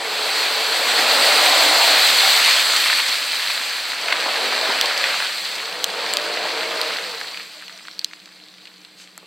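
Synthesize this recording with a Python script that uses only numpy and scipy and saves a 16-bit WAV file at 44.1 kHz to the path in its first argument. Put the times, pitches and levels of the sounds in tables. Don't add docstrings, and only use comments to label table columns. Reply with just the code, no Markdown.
import sys
import numpy as np
from scipy import signal
from scipy.fft import rfft, irfft, next_fast_len
from scipy.io import wavfile
from scipy.ndimage import uniform_filter1d, map_coordinates

SR = 44100
rng = np.random.default_rng(int(sys.argv[2]) if len(sys.argv) > 2 else 0)


def int16_out(signal):
    q = np.round(np.clip(np.atleast_2d(signal).T, -1, 1) * 32767)
    wavfile.write(sys.argv[1], SR, q.astype(np.int16))


N = 408366
TIME = np.arange(N) / SR


def engine():
    # t/s, speed/(turns a second)
    revs = [(0, 37.5), (.25, 39.5), (.5, 39), (.75, 42), (1.1, 48.8), (1.25, 51.5), (1.47, 57), (1.62, 58),
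            (1.8, 62), (1.93, 59), (2.15, 47), (2.5, 38), (3, 27), (3.85, 20), (4.1, 39), (4.45, 47.3),
            (4.75, 51), (4.96, 52.3), (5.1, 50.5), (5.38, 27), (5.65, 40), (5.9, 49.5), (6.25, 54.3),
            (6.75, 58), (6.92, 55), (7.15, 41.5), (7.55, 15.4), (9.26, 15.3)]
    # t/s, distance/m, tail (0 side-on, 1 seen from behind)
    route = [(0, 5.7, 0.85), (1.4, 4.8, 0.02), (3, 6.6, 0), (4.4, 7.3, 0.54), (4.95, 8.4, 0.55),
             (5.5, 13.5, 0.8), (6.8, 10.6, 1), (9.26, 43, 1)]
    # t/s, relative level/dB
    drone_levels = [(0, -7), (.8, -7), (1.25, -1.5), (1.75, 0), (2, -5), (2.5, -10), (4.1, -7),
                    (4.45, -0.5), (4.7, 2), (4.85, -11), (5.5, -12), (5.9, -7), (6.3, -1), (6.8, 2),
                    (6.95, -4), (7.1, -15)]
    speed, = curves(revs)
    metres, tail = curves(route)
    drone_db, = curves(drone_levels)
    full_load_hz, near_m = 44.9, 6
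    load = np.clip(speed / full_load_hz, 0, 1) ** 2
    climb_hz_per_s = uniform_filter1d(np.gradient(speed) * SR, size=int(0.82 * SR))
    throttle = np.tanh(climb_hz_per_s / 9.3)
    fan_db = -29 + 11 * np.log2(speed / full_load_hz) + 1.25 * throttle
    wheel_slip = 0.006 * load * wobble(30)
    turns = np.cumsum(speed * (1 + wheel_slip)) / SR
    hum = load * drone(turns, speed, tail, drone_db)
    whine = fan_whine(turns)
    air = fan_and_intake(tail, drone_db) + bay_roar(tail, load)
    return exhaust(turns, load) + whine + near_m / metres * amp(fan_db) * (air + hum)


def exhaust(turns, load):
    cylinders = [0.58, 1.2, 0.91, 1.2, 0.65, 0.44, 1.6, 1.1]
    # f/Hz, width/Hz, relative level/dB
    pipe_rings = [(187, 34, 10), (307, 27, 8), (430, 97, -6)]
    # t/s, level/dB
    levels = [(0, -63), (2.3, -58), (2.9, -59.5), (3.7, -62), (4.4, -58), (4.95, -57), (5.4, -53.5),
              (6, -52), (6.9, -52), (7.5, -57.5), (8.3, -57.5), (9.26, -57)]
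    level_db, = curves(levels)
    firings = np.searchsorted(turns, np.arange(1, int(4 * turns[-1])) / 4)
    sizes = np.resize(cylinders, len(firings)) * (1 + 0.15 * rng.standard_normal(len(firings)))
    pulses = unit(np.bincount(firings, sizes, N)[:N])
    gas = (0.6 + 5 * load ** 2) * rng.standard_normal(N)
    note = high_pass(ringing(pulses + gas, pipe_rings), edge_hz=170)
    running_level = np.sqrt(np.abs(uniform_filter1d(note ** 2, size=12000)))
    return amp(level_db) * note / running_level


def fan_and_intake(tail, drone_db):
    # f/Hz, level/dB
    fan_colour = [(30, -69), (110, -41), (180, -27.5), (300, -13), (390, -11), (470, -5), (560, -2),
                  (740, -1), (860, -2.5), (1000, -3), (1600, -6.5), (4000, -31.5), (16000, -53)]
    # f/Hz, width/Hz, relative level/dB
    intake_rings = [(466, 34, 5), (663, 33, -2)]
    howl = unit(high_pass(ringing(rng.standard_normal(N), intake_rings), edge_hz=327))
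    howl_gain = amp(-21 + 16.5 * tail + 0.16 * drone_db)
    return (rush(fan_colour, patchy_db=1.5) + howl_gain * howl) / np.hypot(1, howl_gain)


def fan_whine(turns):
    # t/s, level/dB
    levels = [(0, -42), (.25, -36), (.45, -42), (.72, -37), (1, -44), (1.3, -27.5), (1.6, -35), (1.88, -26),
              (2.15, -39), (3.8, -72), (4.45, -40), (4.75, -47), (4.9, -34), (5.03, -34.5), (5.25, -60),
              (5.5, -62), (5.7, -39), (5.98, -44), (6.22, -30.5), (6.5, -42), (6.8, -33.5), (7, -40),
              (7.12, -37), (7.32, -70)]
    level_db, = curves(levels)
    return amp(level_db + 2.5 * wobble(20)) * gruff_tone(turns, multiple=11)


def drone(turns, speed, tail, drone_db):
    multiples = [5, 6, 8, 9, 10, 12, 13, 14]
    strengths = [-1.5, -6, -0.5, -4, -6, -8, -1.5, -7.5]
    # f/Hz, side-on gain/dB, rear gain/dB
    body_gains = [(196, -26.5, -14.5), (280, -15, -23), (330, -16.5, -10), (375, -16, -12),
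                  (430, -8.5, -11.5), (470, -16, -7.5), (520, -13, -8), (586, -2, -18), (640, -13, -6),
                  (740, -11, -14), (820, -12, -17)]
    hz, side_db, rear_db = np.transpose(body_gains)
    out = np.zeros(N)
    for multiple, db in zip(multiples, strengths):
        pitch = multiple * speed
        body_db = (1 - tail) * np.interp(pitch, hz, side_db) + tail * np.interp(pitch, hz, rear_db)
        out += amp(db + drone_db + body_db + 3.3 * wobble(16)) * gruff_tone(turns, multiple)
    return out


def gruff_tone(turns, multiple):
    shake = 1 + 0.33 * wobble(110)
    stray_turns = 0.0055 * wobble(55)
    return shake * np.sin(2 * np.pi * multiple * (turns + stray_turns))


def bay_roar(tail, load):
    roar = noise_band(rng.standard_normal(N), hz=760, width_hz=170)
    return amp(-7.5) * (1 - tail) * load ** 2 * roar


def mud():
    # t/s, relative level/dB
    churning = [(0.0, -27.5), (0.15, -23), (0.42, -20.5), (0.65, -20.5), (1.25, -14.5), (2.385, -14),
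                (2.415, -16.5), (2.5, -14.5), (2.65, -17.5), (2.9, -17.5), (3.25, -23.5), (3.55, -23.5),
                (3.9, -25.5), (4.7, -21.5), (5.15, -22), (5.38, -26.5), (5.85, -30.5), (6.05, -26.5),
                (6.88, -26), (7.3, -34), (7.6, -42), (8.2, -48.5), (9.26, -50.5)]
    # t/s, wetness (0 stiff mud, 1 muddy water)
    wetness = [(0, 0.65), (2.3, 0.87), (3.4, 0.8), (4.25, 0.26), (5.05, 0.2), (5.45, 0.64), (6.4, 0.069),
               (6.9, 0.14), (7.5, 0.73), (8.3, 0.71)]
    # f/Hz, level/dB
    churn_colour = [(100, -98), (180, -36), (270, -17.5), (380, -25.5), (500, -11), (900, -7.5), (1400, -3),
                    (2000, -0.5), (2600, 0), (3300, -7.5), (5000, -9.5), (16000, -44.5)]
    spray_colour = [(300, -81), (1800, -27), (3200, 4.5), (4400, 4.5), (5500, -4), (8000, -8), (11000, -21),
                    (16000, -19)]
    mist_colour = [(1000, -32), (4500, -31), (6500, -4), (8000, -1), (10000, -6), (12500, -6.5),
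                   (16000, -4)]
    churning_db, = curves(churning)
    wet, = curves(wetness)
    in_pool = np.clip(0.5 - (TIME - 2.03) / 0.79, 0, 1)
    lumps_db = np.minimum(-12 - 0.22 * churning_db, -5) - 14 * in_pool
    surge_db = 0.51 * wobble(22)
    lumps = amp(lumps_db - 2.5) * patter(per_s=270, centre_hz=2060, spread=0.31, uneven_db=9.5)
    drops = amp(lumps_db + 1) * patter(per_s=700, centre_hz=4100, spread=0.2, uneven_db=12.5)
    droplets = amp(lumps_db) * patter(per_s=1600, centre_hz=8300, spread=0.17, uneven_db=4.5)
    churn = amp(-2 - 2.5 * wet) * (rush(churn_colour, patchy_db=1.1) + lumps)
    spray = amp(-6 + 2 * wet) * (rush(spray_colour, patchy_db=0.95) + drops)
    mist = amp(-11.5 + 8 * wet) * (rush(mist_colour, patchy_db=2.1) + droplets)
    return amp(churning_db + surge_db) * (churn + spray + mist)


def patter(per_s, centre_hz, spread, uneven_db):
    count = int(per_s * N / SR)
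    when, rank = rng.random((count, 2)).T
    hz = np.clip(centre_hz * np.exp(spread * rng.standard_normal(count)), 600, 15000)[:, None]
    sizes = amp(-uneven_db * np.log(np.maximum(rank, 0.035)))[:, None]
    samples = np.arange(220)
    cycles = hz * samples / SR
    splats = sizes * np.sin(2 * np.pi * cycles) * cycles * np.exp(-2 * cycles)
    places = (when * N).astype(int)[:, None] + samples
    out = np.bincount(places.ravel(), splats.ravel(), N)[:N]
    return unit(high_pass(out, centre_hz / 4))


def clods():
    # t/s, relative level/dB, f/Hz, time for the spatter to die/s
    landings = [(2.461, -6.5, 2100, 0.044), (2.719, -19, 2220, .03), (2.86, -8.5, 1900, .06),
                (2.9, -7, 1950, 0.055), (2.929, -8, 2330, 0.044), (2.997, -7.5, 2300, .04),
                (3.504, -12, 2220, .025), (4.083, -9.5, 1860, 0.046), (4.102, -10, 2400, .08),
                (4.1245, -3.5, 2100, .025), (4.139, -18, 1700, .06), (4.26, -13, 724, 0.037),
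                (4.28, -15, 760, 0.066), (4.524, -12, 1010, 0.036), (4.7, -13, 940, 0.045),
                (4.841, -12.5, 910, 0.066), (5.04, -6.5, 2200, .05), (5.057, -16, 2060, 0.055),
                (5.202, -12, 2270, 0.032), (5.938, -19, 900, 0.018), (6.986, -17, 1940, .03),
                (7.213, -16.5, 1840, .025), (7.344, -22, 2370, .025), (7.373, -19.5, 2780, .025),
                (7.398, -23, 2000, .06), (7.623, -27, 1810, .05), (7.681, -23, 3500, .015),
                (7.696, -27, 2000, .06), (7.795, -33, 1940, .02), (7.852, -31, 1900, .03),
                (7.8835, -23.5, 1610, 0.0092), (8.112, -35, 1900, .02), (8.134, -25.5, 2090, 0.0088),
                (8.201, -34, 3800, .015), (8.258, -28, 4200, .012), (8.321, -40, 1500, .02),
                (8.581, -34, 3000, .04), (8.655, -29.5, 3400, 0.015), (8.672, -29, 3160, .04),
                (8.849, -28.5, 3380, 0.035), (9.075, -35, 3180, .015), (9.178, -31.5, 1440, .015)]
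    slaps = amp(16) * blows(landings, low_cut_ratio=0.34, splash=0.69)
    return coloured(slaps, [(2500, 1.5), (5000, -4), (12000, -10)])


def thuds():
    # t/s, relative level/dB, f/Hz, time to die away/s
    bumps = [(.99, -23, 252, .05), (3.6, -36, 280, .05), (4.69, -29, 217, .05), (9.228, -39, 400, .05)]
    return amp(18.5) * blows(bumps, low_cut_ratio=0.91, splash=1.2)


def blows(rows, low_cut_ratio, splash):
    out, t = np.zeros(N + SR), np.arange(4096) / SR
    spatters_per_s = 2500
    for start, db, hz, fade_s in rows:
        spatters = rng.standard_normal(len(t)) * (rng.random(len(t)) < spatters_per_s / SR)
        burst = (t == 0) + splash * spatters * amp(-60 * t / fade_s)
        ring = filtered(burst, lambda f: resonance(f, hz, 0.65 * hz))
        hit = high_pass(ring, hz * low_cut_ratio)
        out[round(start * SR):][:len(t)] += amp(db) * hit / np.linalg.norm(hit)
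    return out[:N]


def ticks():
    # t/s, relative level/dB, main f/Hz, second f/Hz, second against main/dB
    snaps = [(4.8124, -1, 3420, 5060, 1), (4.8584, -10.5, 3460, 5030, 2), (4.977, -9, 2700, 4570, -5),
             (5.8425, -0.5, 3540, 6600, 1), (6.137, -5, 3260, 7340, -3), (6.1704, -4.5, 3400, 5030, 2),
             (6.8146, -7.5, 4100, 10400, -7), (7.9927, -12.5, 4500, 2380, -6),
             (8.0455, -5.5, 4100, 6240, -4), (9.178, -21.5, 7600, 10500, -4)]
    out, t = np.zeros(N + SR), np.arange(2048) / SR
    rattle_s, crack_db = 0.0098, -15
    for start, db, main_hz, second_hz, second_db in snaps:
        burst = (t == 0) + 0.14 * rng.standard_normal(len(t)) * amp(-60 * t / rattle_s)
        width_hz = 0.27 * main_hz
        rings = ringing(burst, [(main_hz, width_hz, 0), (second_hz, width_hz, second_db)])
        snap = high_pass(rings + amp(crack_db) * burst, edge_hz=0.53 * main_hz)
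        out[round(start * SR):][:len(t)] += amp(db) * snap / np.linalg.norm(snap)
    return amp(13.5) * out[:N]


def gulps():
    # t/s, level/dB, f/Hz
    pockets = [(1.82, -26, 915), (2.25, -27, 790), (7.58, -52, 610), (7.745, -55, 660)]
    noise = rng.standard_normal(N)
    return sum(amp(db) * swell(s, half_length_s=0.035) * noise_band(noise, hz, width_hz=80)
               for s, db, hz in pockets)


def sizzle():
    # t/s, level/dB
    levels = [(6.6, -64), (7.4, -47), (8.25, -53), (8.7, -58), (9.26, -69)]
    # f/Hz, level/dB
    steam_colour = [(2000, -38), (3700, -9), (4450, -4), (5200, -9), (8000, -19), (16000, -35)]
    level_db, = curves(levels)
    hiss = rush(steam_colour, patchy_db=7)
    spits = amp(-2) * patter(per_s=150, centre_hz=4400, spread=0.078, uneven_db=11)
    return amp(level_db) * (hiss + spits)


def brush():
    hiss = rush([(500, -23), (2500, 0), (7000, 1), (16000, -17)], patchy_db=1.2)
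    return amp(-42.5) * swell(middle_s=9.015, half_length_s=0.043) * hiss


def wood_echo(x, fade_s):
    t = np.arange(SR // 3) / SR
    tail = rng.standard_normal(len(t)) * amp(-60 * t / fade_s)
    echo = signal.fftconvolve(x, tail / np.linalg.norm(tail))[:N]
    return coloured(echo, [(200, -1), (1000, -4), (2200, -3), (4400, -3), (8000, 4.5), (11500, -27.5)])


def still_air():
    # f/Hz, level/dB
    air_colour = [(30, -4), (110, 0), (300, -6), (2000, -18), (16000, -40)]
    return amp(-82) * rush(air_colour, patchy_db=1.5)


def amp(db):
    return 10 ** (np.asarray(db) / 20)


def unit(x):
    return x / np.sqrt(np.mean(x ** 2) + 1e-20)


def curves(rows):
    times, *columns = np.transpose(rows)
    return [np.interp(TIME, times, column) for column in columns]


def swell(middle_s, half_length_s):
    return np.exp(-((TIME - middle_s) / half_length_s) ** 2)


def wobble(per_s):
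    return map_coordinates(rng.standard_normal(int(N * per_s / SR) + 4), [TIME * per_s])


def rush(colour, patchy_db):
    spectra = signal.stft(rng.standard_normal(N), nperseg=512)[2]
    patches = uniform_filter1d(rng.standard_normal(spectra.shape), size=7, axis=0)
    patches = uniform_filter1d(patches, size=8, axis=1)
    noise = signal.istft(spectra * amp(patchy_db * unit(patches)), nperseg=512)[1][:N]
    return unit(coloured(noise, colour))


def filtered(x, response):
    n = x.shape[-1]
    padded = next_fast_len(n + 8192)
    return irfft(rfft(x, padded) * response(np.fft.rfftfreq(padded, 1 / SR)), padded)[..., :n]


def coloured(x, points):
    f, db = np.transpose(points)
    hz = np.fft.rfftfreq(8192, 1 / SR)
    cepstrum = irfft(np.log(amp(np.interp(np.log(hz + 1), np.log(f), db))))
    cepstrum[1:len(hz) - 1] *= 2
    cepstrum[len(hz):] = 0
    return signal.fftconvolve(x, irfft(np.exp(rfft(cepstrum))))[:len(x)]


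def resonance(f, centre, width):
    return 1j * f * width / (centre ** 2 - f ** 2 + 1j * f * width)


def ringing(x, rings):
    return filtered(x, lambda f: sum(amp(db) * resonance(f, hz, width) for hz, width, db in rings))


def noise_band(noise, hz, width_hz):
    return unit(filtered(noise, lambda f: resonance(f, hz, width_hz) ** 2))


def high_pass(x, edge_hz):
    return signal.sosfilt(signal.butter(4, np.clip(edge_hz, 30, 9000), 'high', fs=SR, output='sos'), x)


def scene():
    vehicle = clods() + thuds() + engine() + mud() + gulps() + sizzle()
    side = amp(-12.5) * wood_echo(vehicle, fade_s=0.23)
    middle = vehicle + still_air() + brush() + ticks()
    return np.array([amp(-0.15) * middle + side, amp(0.15) * middle - side])


def record(dry):
    # f/Hz, gain/dB
    microphone = [(3000, 0), (3700, 0.5), (4450, 5), (4900, 0.5), (5400, -4), (6000, -2.5), (6600, -6.5),
                  (8000, -1.5), (9500, -7), (10800, -10), (12000, -3.5), (16000, -14)]
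    heard = np.clip([coloured(channel, microphone) for channel in dry], -1, 1)
    bent = heard + 0.046 * heard ** 4
    return filtered(bent, lambda hz: (hz > 10) * (hz < 16000))


dry = scene()
out = record(dry)
int16_out(out)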